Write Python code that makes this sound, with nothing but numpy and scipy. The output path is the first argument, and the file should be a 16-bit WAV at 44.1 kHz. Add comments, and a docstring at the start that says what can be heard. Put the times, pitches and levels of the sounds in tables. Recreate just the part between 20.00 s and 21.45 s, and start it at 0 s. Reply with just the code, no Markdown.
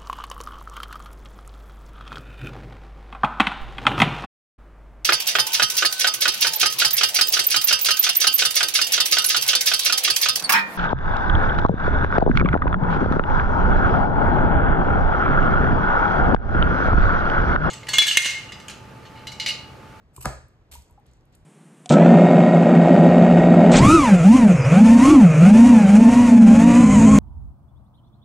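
"""Wet fish on a chopping board

A wet fish is flopped onto a thick wooden board in a tiled kitchen: its skin smears, then it lands
with one slap and a thud. A fillet is laid down with a wet swish; soft bumps, small plops of trapped
air and sticky ticks come as the pieces are handled. The hard room rings briefly over a low rumble."""
import sys
import numpy as np
from scipy import signal
from scipy.fft import rfft, irfft, next_fast_len
from scipy.io import wavfile
from scipy.ndimage import map_coordinates

SR = 44100
rng = np.random.default_rng(int(sys.argv[2]) if len(sys.argv) > 2 else 0)


def unload_wav(signal):
    """Save mono or channel-first audio to the path in sys.argv[1] as 16-bit WAV at rate SR, clipped to [-1, 1]."""
    wavfile.write(
        sys.argv[1],
        SR,
        np.round(np.clip(np.atleast_2d(signal).T, -1, 1) * 32767).astype(np.int16),
    )


N = 63945


def amp(db):
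    """Decibels to gain."""
    return 10 ** (np.asarray(db) / 20)


def unit(x):
    """Scale to rms 1."""
    return x / np.sqrt(np.mean(x ** 2) + 1e-20)


def along(points, hz):
    """Interpolate (Hz, value) points on a log axis."""
    point_hz, values = np.transpose(points)
    return np.interp(np.log(hz + 1), np.log(point_hz + 1), values)


def filtered(x, response):
    """Apply a complex frequency response."""
    size = next_fast_len(N + SR // 2)
    hz = np.fft.rfftfreq(size, 1 / SR)
    return irfft(rfft(x, size) * response(hz), size)[..., :N]


def noise(spectrum):
    """Coloured noise of rms 1."""
    return unit(filtered(rng.standard_normal(N), lambda hz: amp(along(spectrum, hz))))


def resonant_noise(centre_hz, q):
    """Noise of rms 1 through two equal band-passes."""
    band = lambda hz: 1j * hz * centre_hz / (centre_hz ** 2 - hz ** 2 + 1j * hz * centre_hz / q)
    return unit(filtered(rng.standard_normal(N), lambda hz: band(hz) ** 2))


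def wobble(knots_per_s):
    """A smooth random curve."""
    return map_coordinates(rng.standard_normal(N), [np.arange(N) * knots_per_s / SR], mode="wrap")


def since(start):
    """Seconds since start, zero before it."""
    return np.maximum(np.arange(N) / SR - start, 0)


def envelope(start, attack_s, hold_s, t60_s):
    """Linear rise, hold, exponential release."""
    rise = np.minimum(since(start) / attack_s, 1)
    return rise * amp(-60 * since(start + attack_s + hold_s) / t60_s)


def ring(start, hz, attack_s, t60_s, drift_rad=0):
    """One damped mode with a soft start."""
    t = since(start)
    rise = 1 - np.exp(-t / attack_s)
    return np.sin(2 * np.pi * hz * t + drift_rad) * rise * amp(-60 * t / t60_s)


# Each row: frequency in Hz, left-right coherence of diffuse sound.
COHERENCE = [(60, 1), (300, 1), (700, .7), (1300, 0.099), (5500, 0.58), (7500, 0.66), (10500, 1),
             (13000, 1)]

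def diffuse(pair):
    """Blend two unrelated signals into left and right of a diffuse field."""
    angle = lambda hz: np.arccos(along(COHERENCE, hz)) / 2
    mid, side = filtered(pair, lambda hz: np.array([np.cos(angle(hz)), np.sin(angle(hz))]))
    return np.array([mid + side, mid - side])


# Kitchen background. Each row: frequency in Hz, relative density in dB.
RUMBLE_SPECTRUM = [(20, -9.5), (35, 1), (60, -0.5), (90, -4.5), (125, -3.5), (200, -13), (400, -17.5),
                   (800, -22.5), (1500, -28), (3000, -36.5), (6000, -45), (8500, -51.5), (10500, -53),
                   (12500, -52), (14500, -65.5)]

def rumble():
    """A low, slightly restless rumble with faint hiss."""
    level_db = -56 + 0.33 * wobble(8.3)
    return amp(level_db) * diffuse(np.array([noise(RUMBLE_SPECTRUM), noise(RUMBLE_SPECTRUM)]))


def wet_strokes(strokes, spectrum, grain_db=1.5, grains_per_s=820):
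    """A wet surface meets the board in a fizz of tiny grains, spread in space."""
    level = sum(amp(db) * envelope(start, attack, hold, t60) for start, attack, hold, t60, db in strokes)
    grains = unit(amp(grain_db * wobble(grains_per_s)))
    return level * grains * diffuse(np.array([noise(spectrum), noise(spectrum)]))


# Skin slides. Each row: start, attack, hold and t60 in seconds, level in dB.
SMEAR_STROKES = [(0.129, 0.033, 0.013, .05, -58.5), (.1628, 0.0011, 0.0018, 0.016, -42.5),
                 (.205, 0.0099, 0.0011, 0.022, -39), (.223, 0.0016, 0.0071, 0.031, -40)]
# Film under the skin. Each row: frequency in Hz, relative density in dB.
SKIN_SPECTRUM = [(300, -14), (1200, -3.5), (1900, -13.5), (2750, 0), (3300, -12.5), (4500, -8.5),
                 (5100, -6), (6200, -8), (8100, 1), (9800, -4), (10500, 9.5), (11300, -5.5), (12400, 2.5),
                 (13500, -15)]

def smears():
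    """Skin slides over the board on a thin wet film."""
    return wet_strokes(SMEAR_STROKES, SKIN_SPECTRUM)


# Weight settling. Each row: start in seconds, level in dB, upper mode in relative dB, attack in seconds.
SOFT_LOADS = [(0.171, -29.5, 0, 0.033), (0.333, -37, 0, .01), (.43, -44, -1, 0.011),
              (0.71, -33.5, -16.5, 0.034), (0.767, -36, -54, .012), (0.911, -40.5, -26, 0.0089),
              (1.07, -42, -2.5, 0.0069)]

def bumps(lower_hz=69, upper_hz=126, t60_s=0.22):
    """Soft loads stir only the two lowest modes of the board on its counter."""
    return sum(amp(db) * (ring(start, lower_hz, attack, t60_s)
                          + amp(upper_db) * ring(start, upper_hz, attack, t60_s))
               for start, db, upper_db, attack in SOFT_LOADS)


# Air under the flesh. Each row: start in seconds, pitch in Hz, level in dB, attack and t60 in seconds.
AIR_POCKETS = [(0.1786, 1031, -34.5, 0.0019, 0.027), (0.182, 364, -36.5, 0.00075, 0.017),
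               (.753, 945, -33, 0.0018, 0.033), (0.898, 965, -50, 0.0038, 0.065),
               (0.9754, 1196, -50, 0.0007, 0.017), (.977, 822, -40, 0.0047, 0.057)]

def plops(puff_db=-19):
    """Each air pocket pops with a brief unsteady ring and a soft puff."""
    out = np.zeros(N)
    for start, hz, db, attack, t60 in AIR_POCKETS:
        tone = ring(start, hz, attack, t60, drift_rad=.2 * wobble(600))
        puff = amp(puff_db) * resonant_noise(hz, q=4) * envelope(start, attack, 0, t60)
        out += amp(db) * (tone + puff)
    return out


SLAP_S, SLAP_DB = .2558, -11.5
# Flesh touching down. Each row: frequency in Hz, relative density in dB.
FLESH_SPECTRUM = [(100, 5.5), (500, -3), (1300, 4), (2500, -26), (5000, -10), (9000, -35), (14000, -38.5)]
# Squeezed air, then the board giving way.
# Each row: delay in seconds, pitch in Hz, level in dB re SLAP_DB, attack and t60 in seconds.
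AIR_AND_BOARD_MODES = [(.0002, 1287, 5, .001, 0.0082), (.0004, 1680, -13, .0006, 0.022),
                       (.0005, 2230, -20.5, .0005, 0.0095), (.001, 910, -2, 0.0012, 0.0053),
                       (.003, 625, -1.5, .001, 0.015), (.005, 220, -9, .002, 0.033),
                       (.008, 126, -9.5, .003, 0.11), (.007, 64, -5, .012, 0.1)]

def slap(lead_s=0.012, touch_db=-29.5):
    """Flesh touches down, trapped air pops and the board thuds."""
    touch = noise(FLESH_SPECTRUM) * envelope(SLAP_S - lead_s, lead_s, hold_s=0.0042, t60_s=0.017)
    body = sum(amp(db) * ring(SLAP_S + delay, hz, attack, t60)
               for delay, hz, db, attack, t60 in AIR_AND_BOARD_MODES)
    return amp(touch_db) * touch + amp(SLAP_DB) * body


# Bursting film. Each row: frequency in Hz, relative density in dB.
CRACK_SPECTRUM = [(350, -19.5), (1200, 1.5), (2200, 3.5), (2900, -4.5), (4200, -8), (6000, -6),
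                  (8800, -1.5), (9900, -9), (10600, 5), (11600, -5), (13200, -20), (14100, -40)]

def crack():
    """The wet film bursts under the landing flesh."""
    burst = envelope(SLAP_S - .0003, attack_s=0.00024, hold_s=0.0017, t60_s=0.015)
    return amp(SLAP_DB - 13.5) * noise(CRACK_SPECTRUM) * burst


# Each row: pitch in Hz, level in dB re SLAP_DB, t60 in seconds.
HIGH_BOARD_MODES = [(345.5, -35, 0.42), (421.5, -34.5, 0.46), (605.4, -26, .28), (682, -31, 0.24),
                    (815, -28, 0.13), (962, -30.5, 0.14), (1458, -34.5, 0.38), (2270, -37.5, .22)]

def board_ring():
    """The higher modes of the board ring on faintly after the slap."""
    return sum(amp(SLAP_DB + db) * ring(SLAP_S, hz, 0.0047, t60, drift_rad=0.52 * wobble(60))
               for hz, db, t60 in HIGH_BOARD_MODES)


# Sticky films and droplets. Each row: start in seconds, level in dB, centre in Hz.
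SNAPS = [(0.4837, -61, 11100), (0.7528, -41, 9400), (.8212, -48.5, 8060), (0.8813, -65, 7300),
         (0.9097, -55.5, 11250), (0.9258, -66.5, 6800), (.989, -76, 8500), (1.0652, -56.5, 8750),
         (1.1132, -63.5, 7040), (1.1351, -57, 6670), (1.17, -70.5, 7400), (1.3263, -65, 10800),
         (1.3503, -51.5, 9000), (1.3543, -53.5, 8850)]

def ticks(handling_s=.8, strays_per_s=22, stray_db=-75, stray_hz=8700):
    """Slime lets go in short bright snaps, with fainter random strays during handling."""
    strays = [(handling_s + (k + 0.32 * jitter) / strays_per_s,
               stray_db + 8 * strength,
               stray_hz * np.exp(0.57 * pitch))
              for k, (jitter, strength, pitch) in enumerate(rng.standard_normal((14, 3)))]
    return sum(amp(db) * resonant_noise(hz, q=1.6)
               * envelope(start, attack_s=0.00021, hold_s=0.00047, t60_s=.008)
               for start, db, hz in SNAPS + strays)


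# Fillet contacts. Each row: start, attack, hold and t60 in seconds, level in dB.
FILLET_STROKES = [(.7125, 0.0037, 0.0098, 0.1, -45), (.735, 0.002, 0.0062, 0.22, -49.5)]
# Slime fizz. Each row: frequency in Hz, relative density in dB.
SLIME_SPECTRUM = [(200, -2.5), (1000, -4), (1900, -2.5), (3000, 2), (4200, 0), (5800, -2), (8500, 2),
                  (10600, 2.5), (12600, 3), (13600, -14)]

def fillet():
    """A slimy fillet is laid down with a swish."""
    return wet_strokes(FILLET_STROKES, SLIME_SPECTRUM)


# Carcass drags. Each row: start, attack, hold and t60 in seconds, level in dB.
DRAG_STROKES = [(1.056, 0.0034, 0.014, 0.53, -67), (1.32, 0.011, 0.021, 0.041, -65.5)]
# Rubbed wood. Each row: frequency in Hz, relative density in dB.
WOOD_SPECTRUM = [(200, 9.5), (1000, -2), (2200, 1), (4300, 1.5), (5600, -5.5), (7500, -6), (10500, -16),
                 (13500, -25)]

def drags():
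    """The carcass rubs faintly over the wood."""
    return wet_strokes(DRAG_STROKES, WOOD_SPECTRUM)


# Room decay. Each row: frequency in Hz, t60 in seconds.
REVERB_T60_S = [(80, 0.46), (300, 0.45), (700, 0.31), (1600, 0.46), (7000, 0.41), (13000, 0.25)]
# Room response. Each row: frequency in Hz, gain in dB.
REVERB_DB = [(60, -2), (150, -19.5), (320, -5), (600, 2.5), (1200, -7.5), (1900, -1.5), (3500, -2.5),
             (8000, -1.5), (10500, -8.5), (13000, -5)]

def kitchen(x, delay_s=0.0015, build_s=0.0064):
    """The tiled room reverberates; each frequency dies at its own rate."""
    hz, t, bands = signal.stft(rng.standard_normal((2, N)), SR, nperseg=256)
    t60 = along(REVERB_T60_S, hz)[:, None]
    unit_energy = np.sqrt(2 * np.log(1000) / (t60 * SR))
    gain = amp(along(REVERB_DB, hz))[:, None] * unit_energy
    tail = signal.istft(bands * gain * amp(-60 * t / t60), SR, nperseg=256)[1][:, :N]
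    tail = diffuse(tail) * np.minimum(since(delay_s) / build_s, 1)
    return signal.fftconvolve(x[None], tail, axes=1)[:, :N]


def crack_echo(count=3, send_db=1):
    """The crack spreads differently towards each wall, so its echo is an even wash."""
    return amp(send_db) * sum(kitchen(crack()) for _ in range(count)) / np.sqrt(count)


def scene():
    """The slap and the handling sounds in the room."""
    blow = slap()
    handling = ticks() + plops() + bumps()
    skin = smears()
    flesh = fillet() + drags()
    room = kitchen(blow) + crack_echo() + kitchen(skin[0])
    room += amp(-3.0) * kitchen(flesh[0]) + amp(-3.5) * kitchen(handling)
    return crack() + blow + board_ring() + skin + flesh + handling + room + rumble()


# Each row: frequency in Hz, phase lead of the left port in radians.
LEFT_LEAD_RAD = [(30, -.45), (70, -.58), (130, -.55), (300, -.5), (650, -.45), (1200, .4), (2200, 1.3),
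                 (3200, 2.5), (4400, 1.2), (5600, 2.8), (6700, .6), (7700, -.1), (9000, -1.5),
                 (10500, -3.14), (12000, -4.6), (13800, -6.3)]
# Each row: frequency in Hz, level of the left port over the right in dB.
BALANCE_DB = [(200, -.1), (600, .7), (1200, 0), (3000, .5), (4200, -2), (5600, -4.5), (7500, 0)]

def record(dry, low_cut_hz=32.6, roll_off_hz=13400, top_hz=14100):
    """Two spaced ports hear differing phase and level; deep bass and top treble are cut."""
    sides = np.array([[.5], [-.5]])
    balance = lambda hz: amp(sides * along(BALANCE_DB, hz))
    phase = lambda hz: np.exp(1j * sides * along(LEFT_LEAD_RAD, hz))
    low_cut = lambda hz: 1 - 1 / (1 + (hz / low_cut_hz) ** 4)
    high_cut = lambda hz: (hz < top_hz) / np.sqrt(1 + (hz / roll_off_hz) ** 60)
    return filtered(dry, lambda hz: balance(hz) * phase(hz) * low_cut(hz) * high_cut(hz))


dry = scene()
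out = record(dry)
unload_wav(out)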